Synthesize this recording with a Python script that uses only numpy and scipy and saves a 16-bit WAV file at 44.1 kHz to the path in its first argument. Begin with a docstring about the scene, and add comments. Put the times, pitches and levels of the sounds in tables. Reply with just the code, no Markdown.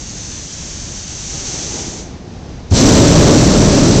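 """In the basket of a hot-air balloon, far burners rumble. A neighbouring burner hisses, swells and
shuts off. Then the burner overhead lights with a thump and roars: a jet of gas makes the hiss,
and its swirling flame makes the roar. The camera's microphone dulls the highest sounds,
and the roar overloads its input."""
import sys
import numpy as np
from scipy.fft import rfft, irfft, next_fast_len
from scipy.io import wavfile
from scipy.ndimage import map_coordinates

SR = 44100
rng = np.random.default_rng(int(sys.argv[2]) if len(sys.argv) > 2 else 0)


def materialize(psi):
    """Save the field psi as 16-bit PCM at rate SR to the path in sys.argv[1].

    A 1-D psi becomes a single channel; in a 2-D psi each row is a channel.
    """
    bounded = np.clip(np.atleast_2d(psi).T, -1, 1)
    quanta = np.round(bounded * 32767).astype(np.int16)
    wavfile.write(sys.argv[1], SR, quanta)


N = 176400
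LIGHT_S = 2.711  # when the burner overhead lights


def amp(db):
    """Turn decibels into a number to multiply a sound by."""
    return 10 ** (np.asarray(db) / 20)


def unit(x):
    """Scale a sound so that its average strength (rms) is 1."""
    return x / np.sqrt(np.mean(x ** 2) + 1e-20)


def clock():
    """The time of each sample, in seconds."""
    return np.arange(N) / SR


def curves(rows):
    """Join a table's rows with straight lines: one curve for each column after the time."""
    times, *columns = np.transpose(rows)
    return [np.interp(clock(), times, column) for column in columns]


def wobble(rate):
    """A smooth curve through `rate` random values a second."""
    return map_coordinates(rng.standard_normal(int(N * rate / SR) + 4), [clock() * rate])


def filtered(x, response):
    """Multiply each frequency in a sound by response(frequency)."""
    size = next_fast_len(N + SR // 2)
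    hz = np.fft.rfftfreq(size, 1 / SR)
    return irfft(rfft(x, size) * response(hz), size)[..., :N]


def coloured(x, points):
    """Shape a sound's tone with a table of (frequency [Hz], level [dB])."""
    freqs, db = np.transpose(points)
    return filtered(x, lambda hz: amp(np.interp(np.log(hz + 1), np.log(freqs + 1), db)))


def turbulence(spectrum, flutter_db, rate):
    """Swirling gas: shaped noise of strength 1 whose level flutters with the swirls."""
    noise = coloured(rng.standard_normal(N), spectrum)
    return unit(noise * amp(flutter_db * wobble(rate)))


def far_rumble():
    """Far burners and moving air make a steady low rumble."""
    # tone of the rumble (frequency [Hz], level [dB])
    rumble_tone = [(15, -16.5), (30, -4), (55, 0), (115, -4.5), (160, -5), (220, -8.5), (320, -12),
                   (420, -18.5), (620, -19.5), (820, -23), (1200, -28.5), (3000, -32.5), (6200, -31),
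                   (7500, -41.5), (8200, -46)]
    return amp(-30.5) * turbulence(rumble_tone, flutter_db=-1, rate=13.03)


def basket_echoes(hiss):
    """Hiss bounces off the basket by paths that grow as the camera turns: a shifting, hollow sound."""
    # one row per echo (delay [ms], delay growth [ms/s], level [dB], fade [dB/s])
    paths = [(.43, 0.22, -23, 7), (1.06, .27, -14.5, 10.5)]
    t = clock()
    echoes = np.zeros(N)
    for delay_ms, growth, db, fade in paths:
        delay_s = (delay_ms + growth * t) / 1000
        echoes += amp(db - fade * t) * map_coordinates(hiss, [(t - delay_s) * SR])
    return echoes


def neighbour_burner():
    """A burner some way off hisses and swells; when its valve shuts, the roar outlasts the hiss."""
    # how the burner swells (time [s], jet level [dB], flame level [dB])
    levels = [(0, -29, -38.5), (.25, -27, -44), (.5, -27, -47.5), (1.07, -27, -46), (1.35, -23, -35),
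              (1.6, -21.5, -30.5), (1.8, -22.5, -26.5), (1.95, -28, -30.5)]
    # tone of its gas jet (frequency [Hz], level [dB])
    hiss_tone = [(300, -35), (1000, -15.5), (2500, -11.5), (3600, -9), (4600, -6), (5050, -7), (5600, -1),
                 (6200, 3), (6900, -3), (7600, -5.5), (8500, -9.5)]
    # tone of its flame (frequency [Hz], level [dB])
    roar_tone = [(25, -15), (70, -5), (165, 0.5), (240, -4), (310, -2.5), (420, -5.5), (550, -11),
                 (700, -12.5), (830, -10.5), (1020, -21.5), (3000, -34)]
    shut_s, jet_fall_db_per_s = 1.997, 166
    flame_fall_db_per_s, linger_db, linger_fall_db_per_s = 51, -5, 3
    jet_db, flame_db = curves(levels)
    since_shut = np.maximum(clock() - shut_s, 0)
    hiss = turbulence(hiss_tone, flutter_db=0.5, rate=32)
    jet = amp(jet_db - jet_fall_db_per_s * since_shut) * (hiss + basket_echoes(hiss))
    # the roar drops quickly at first, then lingers over the field
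    dying_db = np.maximum(-flame_fall_db_per_s * since_shut,
                          linger_db - linger_fall_db_per_s * since_shut)
    roar = amp(flame_db + dying_db) * turbulence(roar_tone, flutter_db=-0.5, rate=22)
    return jet + roar


def gas_jet():
    """The valve opens overhead: a little gas leaks out, then a strong, sputtering hiss that settles."""
    # tone of the rushing gas (frequency [Hz], level [dB])
    hiss_tone = [(400, -21), (1500, -11.5), (3000, -10.5), (3700, -7), (4400, -3.5), (5000, -6), (5900, 1),
                 (6800, -6.5), (7500, -3), (8500, -7.5)]
    leak_s, leak_db, rise_s = 0.014, -15.5, 0.059
    settled_db, extra_db, settle_s = -16.5, 6, 0.4
    age = np.maximum(clock() - LIGHT_S, 0)
    leak = amp(leak_db) * np.clip((clock() - LIGHT_S + leak_s) / leak_s, 0, 1) ** 2
    opening = np.maximum(leak, np.clip(age / rise_s, 0, 1))
    level_db = settled_db + extra_db / (1 + (age / settle_s) ** 2)
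    return opening * amp(level_db) * turbulence(hiss_tone, flutter_db=0.65, rate=110)


def ignition():
    """The gas catches fire: a few slow swings of air pressure thump inside a dull burst of flame."""
    # tone of the burst (frequency [Hz], level [dB])
    burst_tone = [(20, -9), (60, -5), (200, 4), (400, -15.5), (800, -15), (2000, -56)]
    thump_hz, peak_s = 90.6, 0.013
    age = np.maximum(clock() - LIGHT_S, 0)
    swell = age / peak_s * np.exp(1 - age / peak_s)  # rises to 1, then dies away
    thump = amp(-3.5) * swell ** 2 * np.sin(2 * np.pi * thump_hz * age)
    burst = amp(-8.5) * swell * unit(coloured(rng.standard_normal(N), burst_tone))
    return thump + burst


def flame():
    """The flame overhead grows into a swirling, surging roar."""
    # how the flame surges and sinks (time [s], level change [dB])
    surges = [(2.76, -1), (2.85, 1), (2.95, 2.5), (3.06, 0.5), (3.22, 3.5), (3.35, 0.5), (3.48, -1),
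              (3.7, 0), (3.85, -0.5), (4.0, -2)]
    # tone of the flame (frequency [Hz], level [dB])
    roar_tone = [(15, -16), (42, -3.5), (90, -3.5), (160, 1), (200, -2.5), (300, -2.5), (375, -8.5),
                 (440, -7), (495, -13), (570, -8), (740, -20.5), (1300, -24.5), (2000, -30.5), (5000, -32)]
    base_db, rise_s = -6, 0.13
    surge_db, = curves(surges)
    growth = np.sqrt(np.clip((clock() - LIGHT_S) / rise_s, 0, 1))
    return growth * amp(base_db + surge_db) * turbulence(roar_tone, flutter_db=0.6, rate=41)


def scene():
    """All the sounds as they reach the basket, in one channel."""
    return (far_rumble() + neighbour_burner() + gas_jet() + ignition() + flame())[None]


def record(dry):
    """The microphone dulls the highs; its input overloads, so big swings of the roar chop the hiss."""
    # how well the microphone hears each pitch (frequency [Hz], gain [dB])
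    mic_tone = [(7400, 0.5), (7800, -6), (8400, -7.5), (8800, -14.5), (9300, -47), (10000, -94)]
    # how the camera softens the highs after the overload (frequency [Hz], gain [dB])
    output_tone = [(8000, 0), (9200, -8.5), (15000, -7.5)]
    ceiling, hardness, top_hz = 0.705, 18, 15800
    heard = coloured(dry, mic_tone)
    # flatten the peaks so that they stay under the ceiling
    clipped = heard / (6.5 + np.abs(heard / ceiling) ** hardness) ** (1 / hardness)
    return filtered(coloured(clipped, output_tone), lambda hz: hz < top_hz)


dry = scene()
out = record(dry)
materialize(out)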